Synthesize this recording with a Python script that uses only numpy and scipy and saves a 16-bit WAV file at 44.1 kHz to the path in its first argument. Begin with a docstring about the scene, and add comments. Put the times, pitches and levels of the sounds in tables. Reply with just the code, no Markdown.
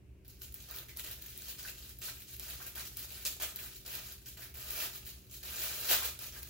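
"""Hands pick open a small package wrapped in stiff, sparkly paper, a metre or two from two microphones.
Ventilation rumbles and mains power hums throughout; a small, bare room draws every sound out.
From 0.3 s, each press buckles the paper in a burst of tiny clicks, and single creases snap.
At 4.5 s a long pull prises the wrap open. From 5.4 s a harder pull crowds the clicks into a rip,
loudest near 5.9 s. A few last presses follow."""
import sys
import numpy as np
from scipy import signal
from scipy.fft import rfft, irfft, next_fast_len
from scipy.io import wavfile
from scipy.ndimage import uniform_filter1d, map_coordinates

SR = 44100
rng = np.random.default_rng(int(sys.argv[2]) if len(sys.argv) > 2 else 0)


def unload_wav(signal):
    """Save mono or channel-first audio to the path in sys.argv[1] as 16-bit WAV at rate SR, clipped to [-1, 1]."""
    wavfile.write(
        sys.argv[1],
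        SR,
        np.round(np.clip(np.atleast_2d(signal).T, -1, 1) * 32767).astype(np.int16),
    )


N = 286429

# Finger presses: start_s, length_s, effort_db, breadth (of the patch that gives: 0 narrow, 1 broad)
PRESSES = [(.278, .03, -59.5, 0), (.412, .035, -50.5, 0.24), (.538, .14, -58, 0.4), (.686, .1, -51.5, .9),
           (.88, .03, -54.5, 0.4), (.958, .055, -49, 0.4), (1.035, .095, -50, 0.64),
           (1.21, 0.25, -54.5, 0.27), (1.465, .05, -47.5, 0.28), (1.58, .118, -48.5, 0.3),
           (1.765, .145, -54.5, 0.2), (2.012, .085, -45, 0.32), (2.155, .085, -58, 0.2),
           (2.278, .065, -52, 0.12), (2.39, .165, -49.5, 0.5), (2.575, .105, -51.5, 0.67),
           (2.752, .06, -46.5, 0.67), (2.835, .04, -48.5, 0), (2.963, 0.089, -48, 0.24),
           (3.085, .155, -53, 0.56), (3.249, 0.022, -35, 0.1), (3.399, .042, -39, .6),
           (3.545, .135, -51, 0.62), (3.7, 0.082, -55.5, 0), (3.85, .148, -48, 0.63),
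           (4.02, .12, -52, 0.23), (4.257, .04, -50.5, 0.05), (4.368, .088, -52.5, 0.77),
           (4.93, .033, -47.5, 0.36), (5.048, 0.065, -51.5, 0.32), (5.308, .06, -51.5, 0),
           (6.188, .078, -48, 0.5), (6.322, .07, -52, 0.8), (6.42, .065, -56.5, .35)]
# The loudest creases: start_s, crackle_db, sparkle_above_crackle_db
LOUD_SNAPS = [(.281, -68, 25), (.419, -47, 7), (.524, -58, 10), (.543, -52.5, 18), (.711, -52, 17),
              (.763, -52, 13), (.972, -45, 8), (.996, -38, -2), (1.047, -42, 4), (1.224, -60, 17),
              (1.377, -48, 10), (1.421, -41, -3), (1.502, -59, -6), (1.783, -48, 4), (1.988, -59, 16),
              (2.018, -46, -2), (2.16, -61, 13), (2.366, -55, 15), (2.397, -41, 5), (2.757, -49, 10),
              (2.796, -44, 4), (2.971, -43.5, 9), (3.029, -52, 11), (3.252, -29, -7), (3.259, -32, -13),
              (3.265, -27, -13), (3.56, -44, 13), (3.863, -42, 5), (3.953, -46.5, 12), (4.707, -41, 13),
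              (4.791, -43, 8), (5.085, -62, 13), (5.436, -41, -7), (6.191, -43, 2), (6.431, -42, 1)]
# The pull that prises the wrap open, and the one that rips it: time_s, effort_db
PRISE_EFFORT = [(4.54, -53), (4.68, -49), (4.77, -43.5), (4.825, -40), (4.862, -45)]
RIP_EFFORT = [(5.428, -47.5), (5.53, -47.5), (5.63, -39.5), (5.7, -46), (5.82, -45), (5.878, -39.5),
              (5.902, -28), (5.942, -31), (5.968, -48), (6.01, -48), (6.052, -36), (6.085, -49.5)]
# Larger panels of paper that flex with a hollow note: start_s, pitch_hz, level_db
PANEL_NOTES = [(.89, 2010, -60.5), (1.056, 2650, -59), (1.646, 1680, -55), (1.676, 2630, -54),
               (2.077, 1430, -56), (2.601, 1310, -59), (2.767, 1420, -56), (6.02, 1110, -51),
               (6.36, 1600, -61)]
# The paper's three voices, from the whole sheet to its tiniest flat faces: pitch_hz, relative_level_db
SHEET_TONE = [(120, -50), (270, -9.5), (380, -5.5), (520, -2.5), (660, 0), (790, -8), (930, 0.5),
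              (1070, -9.5), (1250, 2.5), (1800, -19), (3500, -58)]
CRACKLE_TONE = [(400, -22), (1050, -19), (1480, 4), (2100, 0), (2700, 1), (4200, 1), (5800, -1),
                (7200, -.5), (8400, -6), (11000, -5.5), (16000, -34)]
SPARKLE_TONE = [(4000, -77), (8000, -30), (9800, -8), (12300, 1), (14000, 0.5), (15500, 4.5), (17000, 1.5)]
# How long the room's echo takes to fade by 60 dB: pitch_hz, fade_s
ROOM_FADE = [(200, 0.24), (800, 0.29), (2000, 0.36), (5000, 0.31), (10000, 0.34), (16000, 0.23)]
# How alike sound from all sides is at the two microphones: pitch_hz, likeness (1 same, 0 unrelated)
STEREO_LIKENESS = [(50, 1), (250, 0.72), (500, 0.66), (1000, 0.03), (2000, 0.31), (5000, -0.027),
                   (12000, -0.18)]
# The rumble of moving air: pitch_hz, relative_level_db
RUMBLE_TONE = [(20, -27), (34, -21), (50, -4), (68, 3), (85, -9.5), (130, -8.5), (160, -18.5), (280, -19),
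               (380, -18.5), (470, -27), (680, -32.5), (830, -38), (1900, -41), (2600, -34.5), (3400, -46),
               (8000, -48)]
# The notes of the steady hum: pitch_hz, level_db
HUM_NOTES = [(59.6, -67), (119.3, -66), (192, -73), (382.5, -76)]

USUAL_EFFORT_DB = -50
GRIP_S = 0.046  # time the fingers take to build up pressure
TOP_HZ = 15900


def buckling(moves, clicks_per_s, crowding, spread_db, life_s, settle_s, soft_start_db, most=116):
    """Each move of the fingers sets off a burst of clicks; more effort packs them closer together."""
    trains = np.zeros((3, N))
    for start_s, length_s, effort_db, breadth in moves:
        density = amp(crowding * (effort_db - USUAL_EFFORT_DB))
        count = min(4 + int(length_s * clicks_per_s * density), most)
        times = (np.arange(count) + rng.random(most)[:count]) * length_s / count
        sizes = amp(spread_db * np.clip(rng.standard_normal(most)[:count], -2, 2))
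        sizes *= amp(-soft_start_db * np.exp(-times / GRIP_S))  # a negative setting gives a hard start
        # once the fingers ease off, the paper settles with a few weaker clicks
        late = length_s + rng.exponential(settle_s, size=12)
        times = np.r_[late, times]
        sizes = np.r_[np.full(len(late), amp(-4)), sizes]
        burst = clicks(times, sizes, life_s, variety_db=1.0) * np.sqrt(length_s * SR)
        levels_db, lowest_hz = patch_tone(effort_db, breadth)
        burst[1] = facets(burst[1], lowest_hz)
        add(trains, start_s, burst * amp(levels_db))
    return paper(trains, sheet_db=0.07, crackle_db=1.5, sparkle_db=5.5)


def clicks(times, sizes, life_s, variety_db, size=256, count=128):
    """Each click is a dying puff of noise, shared among three rows: sheet, crackle and sparkle."""
    age = np.arange(size)
    index = (np.round(times * SR).astype(int)[:, None] + age).ravel()
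    # large parts of the sheet move slowly and evenly, the smallest in sharp, uneven jumps
    slowness = np.array([4, 2, 1])[:, None, None]
    unevenness = np.array([[.6], [.8], [1]])
    fade = np.exp(-age / (SR * life_s * slowness))
    shocks = rng.standard_normal((3, count, size))[:, :len(times)] * fade
    shares = amp(variety_db * rng.standard_normal((3, count))[:, :len(times)])
    shocks *= (sizes ** unevenness * shares)[..., None]
    trains = np.array([np.bincount(index, voice.ravel()) for voice in shocks])
    return trains / np.linalg.norm(trains, axis=1, keepdims=True)


def patch_tone(effort_db, breadth):
    """A broad patch flexes the sheet and rings low; a narrow one sounds thin and high."""
    extra_db = effort_db - USUAL_EFFORT_DB
    sheet_db = np.interp(breadth, [0, 1], [-20, -7.5]) + 0.15 * extra_db
    sparkle_db = np.interp(breadth, [0, 1], [1, 2.5]) - 0.038 * extra_db
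    lowest_hz = np.interp(breadth, [0, 1], [3300, 1080])
    return effort_db + np.array([[sheet_db], [0], [sparkle_db]]), lowest_hz


def facets(train, lowest_hz):
    """Facets, the paper's small flat faces, barely ring below their lowest pitch; energy is kept."""
    low_cut = signal.butter(2, min(lowest_hz, SR / 4), "high", fs=SR, output="sos")
    thinned = signal.sosfilt(low_cut, train)
    return thinned * np.linalg.norm(train) / np.linalg.norm(thinned)


def paper(trains, sheet_db, crackle_db, sparkle_db):
    """Each of the paper's three voices rings in answer to its own train of clicks."""
    voices = zip(trains, (SHEET_TONE, CRACKLE_TONE, SPARKLE_TONE), (sheet_db, crackle_db, sparkle_db))
    return sum(amp(db) * signal.fftconvolve(train, ring(tone))[:N] for train, tone, db in voices)


def pull(effort, breadth, step_s=.0125):
    """A long pull is an unbroken run of short moves that follow the effort."""
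    times, effort_db = np.transpose(effort)
    starts = np.arange(times[0], times[-1] - step_s / 2, step_s)
    return [(s, step_s, np.interp(s + step_s / 2, times, effort_db), breadth) for s in starts]


def snaps(creases, life_s, sheet_db, lowest_hz):
    """A crease pops through in one sharp click."""
    trains = np.zeros((3, N))
    for start_s, crackle_db, sparkle_db in creases:
        click = clicks(np.zeros(1), np.ones(1), life_s, variety_db=0, count=1)
        click[1] = facets(click[1], lowest_hz)
        add(trains, start_s, click * amp(crackle_db + np.array([[sheet_db], [0], [sparkle_db]])))
    return paper(trains, sheet_db=16, crackle_db=16.5, sparkle_db=22)


def small_creases(moves, count, below_effort_db, limit_db, sparkle_db, spread_db):
    """Small creases pop at random while the paper is worked, louder with effort, up to a limit."""
    starts, lengths, efforts, _ = np.transpose(moves)
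    ends = np.cumsum(lengths)
    worked_s = (np.arange(count) + rng.random(count)) * ends[-1] / count
    move = np.searchsorted(ends, worked_s)
    times = starts[move] + ends[move] - worked_s
    level_db = np.minimum(efforts[move] - below_effort_db, limit_db)
    brighter_db = spread_db * (2 * rng.random(count) - 1)
    return list(zip(times, level_db - brighter_db / 2, sparkle_db + brighter_db))


def panels(width_hz, life_s, gain_db):
    """A panel of paper slips under a finger and rings with a note that dies quickly."""
    track = np.zeros(N)
    t = np.arange(SR // 10) / SR
    for start_s, pitch_hz, level_db in PANEL_NOTES:
        slip = rng.standard_normal(len(t)) * t * np.exp(-t / life_s)
        note = signal.lfilter(*signal.iirpeak(pitch_hz, pitch_hz / width_hz, fs=SR), slip)
        add(track, start_s, amp(level_db + gain_db) * unit(note))
    return track


def light_hold(start_s, effort_db, breadth, count=20):
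    """The fingers never let go, so a run of faint moves lasts to the end."""
    length_s = (N / SR - start_s) / count
    return [(start_s + k * length_s, length_s, effort_db, breadth) for k in range(count)]


def straight_path(sound, lag_samples):
    """Sound coming straight from the paper reaches the left microphone a little later, and brighter."""
    side = np.array([[.5], [-.5]])
    balance = [(1000, -1.9), (4000, -1), (10000, 1.0)]  # pitch_hz, left_above_right_db
    delay_s = side * lag_samples / SR
    return filtered(sound, lambda hz: amp(side * along(balance, hz)) * np.exp(-2j * np.pi * hz * delay_s))


def room(sound, wall_delay_s, table_db, directions=4, block=256):
    """Clicks leave the paper in different directions, and each direction has its own echoes."""
    padded = next_fast_len(N + SR // 2)
    heading = rng.integers(directions, size=N // block + 1).repeat(block)[:N]
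    echoes = 0
    for k in range(directions):
        hz, t, noise = signal.stft(surrounding_noise(SR // 2), SR, nperseg=256)
        fade = amp(-60 * t / along(ROOM_FADE, hz)[:, None])
        tail = signal.istft(noise * fade, SR, nperseg=256)[1]
        # only the table and its clutter answer before the walls do
        tail *= np.where(np.arange(tail.shape[1]) < wall_delay_s * SR, amp(table_db), 1)
        tail /= np.linalg.norm(tail, axis=1, keepdims=True)
        share = uniform_filter1d(1. * (heading == k), block // 2)
        echoes = echoes + rfft(sound * share, padded) * rfft(tail, padded)
    balance = [(400, -1.5), (1200, -2.4), (4000, -1.5), (10000, 0.76)]  # pitch_hz, left_above_right_db
    side_db = np.array([[.5], [-.5]]) * along(balance, np.fft.rfftfreq(padded, 1 / SR))
    return irfft(echoes * amp(side_db), padded)[:, :N]


def ventilation(rumble_db, drift_radians):
    """Moving air rumbles under a slightly unsteady mains hum."""
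    t = np.arange(N) / SR
    air = unit(filtered(surrounding_noise(N), lambda hz: amp(along(RUMBLE_TONE, hz))))
    hum = 0
    for pitch_hz, level_db in HUM_NOTES:
        wander = map_coordinates(rng.standard_normal(int(2 * t[-1]) + 4), [2 * t])
        hum += amp(level_db) * np.sqrt(2) * np.sin(2 * np.pi * pitch_hz * t + drift_radians * wander)
    return amp(rumble_db) * air + hum


def surrounding_noise(size):
    """Noise from all sides: left and right are alike in the bass, nearly unrelated in the treble."""
    likeness = along(STEREO_LIKENESS, np.fft.rfftfreq(size, 1 / SR))
    angle = np.arccos(np.clip(likeness, -1, 1)) / 2
    mid, side = irfft(rfft(rng.standard_normal((2, size))) * [np.cos(angle), np.sin(angle)], size)
    return np.array([mid + side, mid - side])


def ring(tone, size=1024):
    """The short ring, of energy 1, that one tap makes in something with this tone."""
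    cepstrum = irfft(np.log(amp(along(tone, np.fft.rfftfreq(size, 1 / SR)))))
    # move the energy as early as it can go, with none before the tap
    cepstrum[1:size // 2] *= 2
    cepstrum[size // 2 + 1:] = 0
    response = irfft(np.exp(rfft(cepstrum)))
    return response / np.linalg.norm(response)


def filtered(sound, response):
    """Multiply each frequency in a sound by response(hz)."""
    padded = next_fast_len(N + SR // 2)
    return irfft(rfft(sound, padded) * response(np.fft.rfftfreq(padded, 1 / SR)), padded)[..., :N]


def add(track, start_s, sound):
    """Mix a sound into a track."""
    start = max(round(start_s * SR), 0)
    part = track[..., start:start + sound.shape[-1]]
    part += sound[..., :part.shape[-1]]


def along(points, hz):
    """Read between the rows of a (pitch_hz, value) table, with octaves evenly spaced."""
    pitches, values = np.transpose(points)
    return np.interp(np.log(hz + 1), np.log(pitches), values)


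def amp(db):
    """Turn decibels into a multiplier."""
    return 10 ** (np.asarray(db) / 20)


def unit(sound):
    """Scale a sound to an average power of 1."""
    return sound / np.sqrt(np.mean(sound ** 2) + 1e-20)


def scene():
    """Crumpling is heard mostly by way of the room; the sharp snaps face the microphones."""
    presses = list(PRESSES)
    hold = light_hold(start_s=.235, effort_db=-69, breadth=0.41)
    pulls = pull(PRISE_EFFORT, breadth=0.67) + pull(RIP_EFFORT, breadth=0.54)
    pressing = buckling(presses + hold, clicks_per_s=450, crowding=.6, spread_db=5.0,
                        life_s=0.00028, settle_s=.045, soft_start_db=2.5)
    tearing = buckling(pulls, clicks_per_s=380, crowding=.65, spread_db=7.0,
                       life_s=0.00022, settle_s=.03, soft_start_db=-3)
    crumple = pressing + tearing + panels(width_hz=250, life_s=0.0041, gain_db=-1.5)
    small = small_creases(presses + pulls, count=60, below_effort_db=7, limit_db=-46,
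                          sparkle_db=12, spread_db=4)
    creases = snaps(list(LOUD_SNAPS) + small, life_s=0.00033, sheet_db=-29, lowest_hz=2930)
    straight_share = [(500, -1.0), (2000, -8.0), (6000, -9.0), (13000, -12.5)]  # pitch_hz, gain_db
    duller_crumple = filtered(crumple, lambda hz: amp(along(straight_share, hz)))
    near = straight_path(duller_crumple + creases, lag_samples=1.0)
    far = room(amp(-1.0) * crumple + amp(-3.0) * creases, wall_delay_s=0.0083, table_db=3.5)
    return near + far + ventilation(rumble_db=-57.0, drift_radians=0.99)


def record(dry):
    """Cut away all treble above TOP_HZ."""
    return filtered(dry, lambda hz: hz < TOP_HZ)


dry = scene()
out = record(dry)
unload_wav(out)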